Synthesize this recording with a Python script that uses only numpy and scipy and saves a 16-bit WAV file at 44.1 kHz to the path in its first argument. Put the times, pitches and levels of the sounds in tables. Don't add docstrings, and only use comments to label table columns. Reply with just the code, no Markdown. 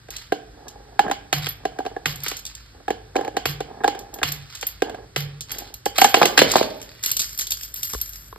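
import sys
import numpy as np
from scipy import signal
from scipy.fft import rfft, irfft, next_fast_len
from scipy.io import wavfile

SR = 44100
rng = np.random.default_rng(int(sys.argv[2]) if len(sys.argv) > 2 else 0)


def wav_record(signal):
    frames = np.transpose(np.atleast_2d(signal))
    bounded = np.clip(frames, -1, 1)
    quanta = np.round(bounded * 32767).astype(np.int16)
    wavfile.write(sys.argv[1], SR, quanta)


N = 369540
PAD = next_fast_len(N + SR)
HZ = np.maximum(np.arange(PAD // 2 + 1) * SR / PAD, 1)

# start in seconds, wood level in dB, crack level in dB,
# level of the low modes against the rest in dB.
LID_KNOCKS = [(0.085, -35.5, -43, 2.5), (0.321, -11, -22, 1), (0.992, -3, -15.5, -36),
              (1.046, -26.5, -47, -12), (1.081, -21, -36, -7.5), (1.097, -21, -34, 3),
              (1.112, -9, -17.5, -11), (1.467, -31.5, -21, 2), (1.652, -14, -25, -4),
              (1.787, -18, -30.5, -0.5), (1.803, -24, -47, -14), (1.851, -22, -37, -3.5),
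              (1.862, -18, -30, -5), (1.964, -20.5, -42.5, -4.5), (2.262, -38, -22, 7.5),
              (2.314, -28.5, -21, 0), (2.88, -15.5, -29, -2.5), (2.904, -14, -23.5, -0.5),
              (3.155, -10.5, -28.5, 0), (3.163, -15, -22, 1), (3.188, -17.5, -41, 0),
              (3.21, -20.5, -33.5, -2), (3.247, -24, -32, -7), (3.277, -20, -33, 2.5),
              (3.367, -14, -18.5, -2), (3.604, -19, -25.5, -1.5), (3.836, -20, -30, -3),
              (3.843, -6, -22, -11.5), (3.858, -20.5, -41, -4), (3.877, -12.5, -16.5, 1.5),
              (3.949, -27, -35, -12), (4.186, -27.5, -34, -9), (4.216, -18.5, -42, -6.5),
              (4.627, -34, -22, 4.5), (4.82, -12, -20, 1), (4.895, -26, -32, -1), (4.945, -27.5, -38, -7),
              (5.86, -11.5, -21.5, -2.5), (5.983, -14, -6, -12), (6.016, -2.5, -6, -9.5),
              (6.044, -2.5, -8, -17), (6.142, -2.5, -4, -11.5), (6.169, -12.5, -20, -0.5),
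              (6.228, -5.5, -12, -3), (6.254, -9.5, -9.5, -6)]
# start in seconds, crack level in dB, boom level in dB.
BOX_LANDINGS = [(1.327, -10, -52.5), (2.057, -12, -56), (3.455, -13, -54), (4.23, -10, -56),
                (5.161, -14, -54.5), (6.376, -2, -71.5), (6.39, -5, -56)]
# frequency in Hz, level in dB, t60 in seconds.
LID_MODES = [(290.7, -12.5, 0.072), (451.6, 1, 0.027), (570, -6, 0.03), (722.6, 2, 0.023),
             (802.4, -1.5, 0.047), (1046, -20, 0.056), (1200, -12.5, 0.014), (1642, -7.5, 0.035),
             (2335, -26, 0.0031)]
# frequency in Hz, level in dB,
# t60 in seconds before the grip alters it.
COIN_MODES = [(11850, -7, .05), (12700, -6, .05), (12970, 0, .1), (13030, -1, .1), (13120, -2, .1),
              (13380, -3, .08), (13450, -6, .06)]
# frequency in Hz, relative density in dB per Hz.
TICK_SPECTRUM = [(4000, -12), (5500, 7.5), (7500, 6.5), (9500, -3), (11500, -1.5), (13500, -6.5),
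                 (14500, -6), (17000, -2)]


def from_db(db):
    return 10 ** (np.asarray(db) / 20)


def rms_one(x):
    return x / np.sqrt(np.mean(x ** 2) + 1e-20)


def at_hz(points, hz, column=1):
    points = np.array(points)
    return np.interp(np.log(hz), np.log(points[:, 0]), points[:, column])


def colour(x, spectrum):
    gain = rms_one(from_db(at_hz(spectrum, HZ)))
    return irfft(rfft(x, PAD) * gain, PAD)[..., :N]


def band(x, low_hz, high_hz):
    return signal.sosfilt(signal.butter(2, [low_hz, high_hz], "band", fs=SR, output="sos"), x)


def train(s, db):
    clicks = np.full(N, 1e-18)
    np.add.at(clicks, (np.asarray(s) * SR).astype(int), from_db(db))
    return clicks


def dying(clicks, ms):
    return signal.lfilter([1], [1, -np.exp(-1000 / (ms * SR))], clicks)


def bursts(clicks, ms):
    envelope = signal.lfilter(np.ones(50) / 50, 1, dying(clicks, ms))
    return envelope * rng.standard_normal(N)


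def ring(x, hz, t60_s):
    r = from_db(-60 / (t60_s * SR))
    w = 2 * np.pi * hz / SR
    return signal.lfilter([0, np.sin(w)], [1, -2 * r * np.cos(w), r * r], x)


def body(x, modes, t60_scale=1):
    return sum(from_db(db) * ring(x, hz, t60_s * t60_scale) for hz, db, t60_s in modes)


def strike(modes, s, db, spread_db, ms=0, low_db=0, detune=0, damping=1):
    chance = rng.standard_normal((len(s), len(modes)))
    grip = rng.integers(-1, 2, len(s)) if detune else np.zeros(len(s), int)
    out = 0
    for k, (hz, level_db, t60_s) in enumerate(modes):
        strength_db = db + level_db + spread_db * chance[:, k] + low_db * (hz < 620)
        for shift in np.unique(grip):
            chosen = grip == shift
            blows = train(s[chosen], strength_db[chosen])
            contact = bursts(blows, ms) if ms else blows
            out = out + (-1) ** k * ring(contact, hz * (1 + detune * shift), t60_s / damping)
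    return out


def grains(per_s, spread_db):
    sizes = from_db(spread_db * np.minimum(rng.exponential(1, N), 4)) * rng.choice([-1, 1], N)
    return rms_one(sizes * (rng.random(N) < per_s / SR))


def settling(s, db, ms, per_s):
    return dying(train(s, db), ms) * grains(per_s, spread_db=1.5)


def strokes(start_s, length_s, db):
    gain = np.zeros(N)
    for s, length, level_db in zip(start_s, length_s, db):
        place = np.linspace(0, 1, int(length * SR))
        shape = np.interp(place, [0, .1, .6, 1], [0.17, 0.9, 0.63, 0.076])
        first = int(s * SR)
        gain[first:first + len(shape)] += from_db(level_db) * shape[:N - first]
    return gain


def diffuse(length):
    # frequency in Hz, left-right correlation.
    likeness = [(60, 1), (500, 0.84), (2500, 0.033), (4800, 0.062), (5500, 1), (16000, 1)]
    mid, side = rfft(rng.standard_normal((2, length)))
    hz = np.maximum(np.arange(len(mid)) * SR / length, 1)
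    alike = np.clip(at_hz(likeness, hz), -1, 1)
    pair = np.sqrt(1 + alike) * mid + np.sqrt(1 - alike) * side * [[1], [-1]]
    return irfft(pair, length) / np.sqrt(2)


def room_tone():
    # frequency in Hz, relative density in dB per Hz.
    tone_spectrum = [(25, -32.5), (50, 6), (75, -9), (110, -2), (200, -20), (900, -28.5), (1600, -21.5),
                     (2600, -31.5), (4500, -26.5), (9500, -40), (13000, -42.5), (16000, -54.5)]
    return from_db(-48) * colour(diffuse(N), tone_spectrum)


def reflections():
    # frequency in Hz, t60 in seconds, level in dB.
    room_decay = [(150, 0.64, 4), (402, 0.7, -0.5), (1000, 0.53, -1.5), (2180, 0.43, 0.5), (5070, 0.21, 7),
                  (9100, 0.25, -0.5), (13330, 0.17, 0.5)]
    length = SR // 2
    t = np.arange(length) / SR
    noise = diffuse(length)
    edges_hz = 60 * 2 ** np.arange(0, 8.1, .5)
    tail = 0
    for low, high in zip(edges_hz, np.minimum(np.sqrt(2) * edges_hz, 19000)):
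        hz = np.sqrt(low * high)
        t60_s = at_hz(room_decay, hz)
        decay = from_db(at_hz(room_decay, hz, column=2) - 60 * t / t60_s)
        tail = tail + band(noise, low, high) * decay * np.sqrt(14 / (t60_s * SR))
    return tail * np.clip((t - .002) / 0.00025, 0, 1)


def room(x, count=4):
    hand_moves_s = .17
    turn = (np.arange(N) / (hand_moves_s * SR)).astype(int) % count
    wet = sum(rfft(reflections(), PAD) * rfft(x * (turn == k), PAD) for k in range(count))
    return irfft(wet, PAD)[:, :N]


def bumps():
    # start in seconds, tap level in dB, thump level in dB.
    bump_rows = [(7.935, -25.5, -23.5), (7.947, -24.5, -42), (8.326, -34.5, -51), (8.359, -35.5, -35)]
    crack_db, thump_late_s = -1, .013
    s, tap_db, thump_db = np.transpose(bump_rows)
    touch = train(s, tap_db)
    tap = ring(touch, 445, 0.028) + 0.45 * ring(bursts(touch, ms=1.8), 1060, 0.013)
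    crack = band(bursts(train(s, tap_db + crack_db), ms=1.8), 950, 5000)
    thump_s = np.minimum(s + thump_late_s, (N - 1) / SR)
    return tap + crack + ring(train(thump_s, thump_db), hz=57.8, t60_s=0.22)


def free_rings():
    # start in seconds, pitch in Hz, level in dB, t60 in seconds.
    ring_rows = [(5.983, 13015, -25, .55), (6.044, 13434, -38, 1.5), (6.176, 13370, -34, .35),
                 (6.259, 13118, -49, 2.0), (6.566, 13117, -45, 1.8), (7.634, 13370, -41, .3),
                 (7.634, 12985, -41, .35), (7.741, 12954, -36, .7), (7.832, 12940, -30, .55),
                 (8.015, 12910, -40, 1.1)]
    flutter = 1 + .5 * rms_one(band(rng.standard_normal(N), 10, 70))
    return flutter * sum(ring(train([s], db), hz, t60_s) for s, hz, db, t60_s in ring_rows)


def desk_hits():
    # start in seconds, thud level in dB, crack level in dB, thud pitch in Hz.
    hit_rows = [(6.215, 5, -6, 740), (6.221, 4, -24, 1200), (6.233, -3, -17.5, 467), (6.417, 7, 0, 530),
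                (6.538, -6, -29, 1000), (6.556, 6.5, -5.5, 740), (6.564, -0.5, -28, 930),
                (6.611, 0, -19, 560)]
    thud_cycles, rumble_db = 6.4, -17.5
    s, thud_db, crack_db, _ = np.transpose(hit_rows)
    thud = sum(ring(train([t], db), hz, thud_cycles / hz) for t, db, _, hz in hit_rows)
    rumble = band(bursts(train(s, thud_db + rumble_db), ms=33.6), 233, 630)
    crack = band(bursts(train(s, crack_db), ms=5.0), 700, 4440)
    return band(thud, 236, 2500) + rumble + crack


def shuffles():
    # start in seconds, length in seconds, level in dB.
    shuffle_rows = [(0.1, 0.2, -42), (1.42, 0.11, -34), (2.222, 0.16, -32), (2.445, 0.35, -51),
                    (4.297, 0.29, -47), (4.494, 0.34, -43), (5.477, 0.25, -38.5), (5.948, 0.21, -31),
                    (6.135, 0.25, -35), (6.37, 0.041, -21), (6.474, 0.2, -29.5), (6.63, 0.68, -48.5),
                    (7.027, 0.11, -28), (7.192, 0.2, -38), (7.385, 0.066, -30.5), (7.494, 0.24, -39.5),
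                    (7.732, 0.27, -43), (7.824, 0.17, -38.5), (7.967, 0.36, -44)]
    # from in seconds, then dull chatter,
    # bright tick and ring in dB against the shuffle level.
    handful = [(0, -1.5, -28, -17), (5.95, 1.5, -30, -14), (7.0, -9, 1, -1.5)]
    # dull chatter, bright tick and ring levels in dB.
    pile_slide_db = (-35.5, -40, -37)
    pile_slide_s, spill_s = .08, 5.95
    rows = []
    for s, length, db in shuffle_rows:
        layers_db = [h for h in handful if h[0] <= s][-1][1:]
        rows.append((s, length, *(db + np.array(layers_db))))
    rows += [(s, pile_slide_s, *pile_slide_db) for s, *_ in BOX_LANDINGS]
    start_s, length_s, *levels_db = np.transpose(rows)
    slide = bursts(np.abs(grains(460, spread_db=5.0)) + 0.032, ms=1.6)
    held = rms_one(body(slide, COIN_MODES, t60_scale=.15))
    loose = rms_one(body(slide, COIN_MODES, t60_scale=1.3))
    chime = np.where(np.arange(N) < spill_s * SR, held, loose)
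    layers = band(slide, 1100, 5600), colour(slide, TICK_SPECTRUM), chime
    return sum(strokes(start_s, length_s, db) * rms_one(x) for db, x in zip(levels_db, layers))


def scrapes():
    # start in seconds, length in seconds, level in dB.
    scrape_rows = [(0.09, 0.14, -55), (0.516, 0.74, -47), (1.035, 0.077, -30), (1.574, 0.93, -48.5),
                   (2.733, 0.14, -50), (3.144, 0.16, -31), (3.342, 0.084, -36), (3.644, 0.4, -39),
                   (3.893, 0.25, -41), (4.128, 0.084, -39), (4.827, 0.24, -38), (5.49, 0.27, -43),
                   (5.988, 0.13, -26), (6.152, 0.17, -28.5)]
    rub = band(bursts(np.abs(grains(110, spread_db=6.0)) + 0.074, ms=2.6), 230, 1900)
    return strokes(*np.transpose(scrape_rows)) * rms_one(body(rub, LID_MODES))


def clinks():
    # start in seconds, touch level in dB, ring level in dB.
    clink_rows = [(0.105, -29.5, -54), (0.166, -25.5, -73), (0.6826, -30, -83), (1.488, -32, -42),
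                  (2.1577, -33, -55), (2.204, -34.5, -70), (2.2345, -30, -43), (2.2828, -17, -42),
                  (2.368, -26.5, -51), (2.39, -34, -55), (2.453, -26, -89), (2.465, -25.5, -69),
                  (2.5512, -30, -80), (3.455, -31, -42), (3.991, -33, -56), (4.14, -30.5, -49),
                  (4.3199, -22, -39.5), (4.5522, -27.5, -67), (4.586, -41, -70), (4.6114, -26, -56),
                  (4.6676, -25, -34), (5.4082, -22, -54), (5.517, -23, -39), (5.5844, -25.5, -46.5),
                  (5.7402, -29.5, -55.5), (5.857, -18.5, -44), (5.981, -16, -38), (6.014, -13, -38),
                  (6.0425, -11, -44), (6.094, -32, -48), (6.256, -10, -60.5), (6.5165, -10.5, -46),
                  (6.566, -18.5, -46), (6.8159, -31, -56), (6.827, -36, -66), (7.0287, -32, -50),
                  (7.0373, -16, -48), (7.06, -14.5, -31.5), (7.1149, -14.5, -29.5), (7.1675, -14, -37),
                  (7.194, -14, -39), (7.199, -14.5, -42), (7.2174, -17, -42), (7.3759, -28.5, -41.5),
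                  (7.3896, -22, -36), (7.41, -18, -59), (7.4697, -21.5, -49), (7.5067, -19, -35.5),
                  (7.5194, -15, -35), (7.633, -24, -47), (7.74, -30, -42), (7.7597, -27, -46),
                  (7.831, -17.5, -37.5), (7.934, -22, -55), (7.978, -37, -48), (8.0136, -23, -35),
                  (8.092, -36, -45), (8.1337, -31, -55)]
    edge_gain, chatter_db = 4.7, -11
    s, touch_db, ring_db = np.transpose(clink_rows)
    clicks = train(s, touch_db)
    chatter = settling(s, touch_db + chatter_db, ms=14, per_s=450)
    touch = bursts(clicks, ms=2.8) + edge_gain * clicks + chatter
    chime = strike(COIN_MODES, s, ring_db, spread_db=4.5, ms=2.05, damping=3.3)
    return colour(touch, TICK_SPECTRUM) + 1.04 * band(touch, 2590, 4900) + chime


def landings():
    # frequency in Hz, level in dB,
    # t60 in seconds before damping.
    hollow_modes = [(103, -1.5, 0.46), (144.6, -4.5, 0.86)]
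    pile_db, walls_db = -20.5, -9.5
    s, crack_db, boom_db = np.transpose(BOX_LANDINGS)
    pile = band(settling(s, crack_db + pile_db, ms=92, per_s=1300), 1500, 4200)
    boom = band(strike(hollow_modes, s, boom_db, spread_db=1.5, ms=57, damping=3.2), 62, 210)
    walls = strike(LID_MODES, s, crack_db + walls_db, spread_db=3.5, low_db=1.0)
    return pile + walls + boom


def cracks():
    # frequency in Hz, relative density in dB per Hz.
    crack_spectrum = [(200, -18.5), (500, -2), (1200, 3.5), (3000, 4.5), (4600, -5.5), (7000, -4.5),
                      (9500, -16), (13000, -12.5), (16000, -41)]
    room_click_db = 19
    events = [(s, db) for s, _, db, _ in LID_KNOCKS] + [(s, db) for s, db, _ in BOX_LANDINGS]
    s, db = np.transpose(events)
    direct = colour(bursts(train(s, db), ms=4.4), crack_spectrum)
    return direct, colour(train(s, db + room_click_db), crack_spectrum)


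def knocks():
    rattle_db = -40.5
    s, wood_db, _, low_db = np.transpose(LID_KNOCKS)
    wood = strike(LID_MODES, s, wood_db, spread_db=2.5, low_db=low_db, detune=0.027)
    rattle = settling(s, wood_db + rattle_db, ms=10.0, per_s=270)
    wood = wood + body(rattle, LID_MODES)
    soft = signal.lfilter(np.hanning(18) / 8, 1, wood)
    return band(soft, 220, 8000)


def scene():
    # time in seconds, gain in dB.
    hand_side = [(6.301, 1), (7.6, -1)]
    lid_room_db, clink_room_db = -5.5, -3
    crack, crack_sent = cracks()
    lid = knocks() + scrapes()
    ticks = clinks()
    rest = desk_hits() + landings() + shuffles() + free_rings()
    sent = from_db(lid_room_db) * lid + from_db(clink_room_db) * ticks + crack_sent + rest
    out = lid + crack + ticks + rest + room(sent) + bumps()
    out[1] *= from_db(np.interp(np.arange(N) / SR, *np.transpose(hand_side)))
    return out + room_tone()


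def record(dry):
    # frequency in Hz, level in dB.
    right_level = [(100, -1), (300, 3.5), (1000, 0.6), (5000, 2.5), (8000, 0)]
    # frequency in Hz, phase in radians.
    right_phase = [(0, -0.22), (600, 1.48), (1600, 0), (2600, -1.52), (3600, -6), (4650, -5.5),
                   (5250, -8.5), (6630, -10), (13200, -20), (16000, -22)]
    late_hz, width_hz = 350, 400
    r = np.exp(-np.pi * width_hz / SR)
    poles = [1, -2 * r * np.cos(2 * np.pi * late_hz / SR), r * r]
    late = signal.sosfilt([poles[::-1] + poles] * 2, dry)
    phase_rad = np.interp(HZ, *np.transpose(right_phase))
    turn = from_db(at_hz(right_level, HZ)) * np.exp(1j * phase_rad)
    right = irfft(rfft(late[1], PAD) * turn, PAD)[:N]
    clipped = np.clip(np.array([late[0], right]), -1, 1)
    no_bass = signal.sosfilt(signal.butter(4, 36, "high", fs=SR, output="sos"), clipped)
    return signal.sosfilt(signal.cheby2(10, 50, 16700, fs=SR, output="sos"), no_bass)


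dry = scene()
out = record(dry)
wav_record(out)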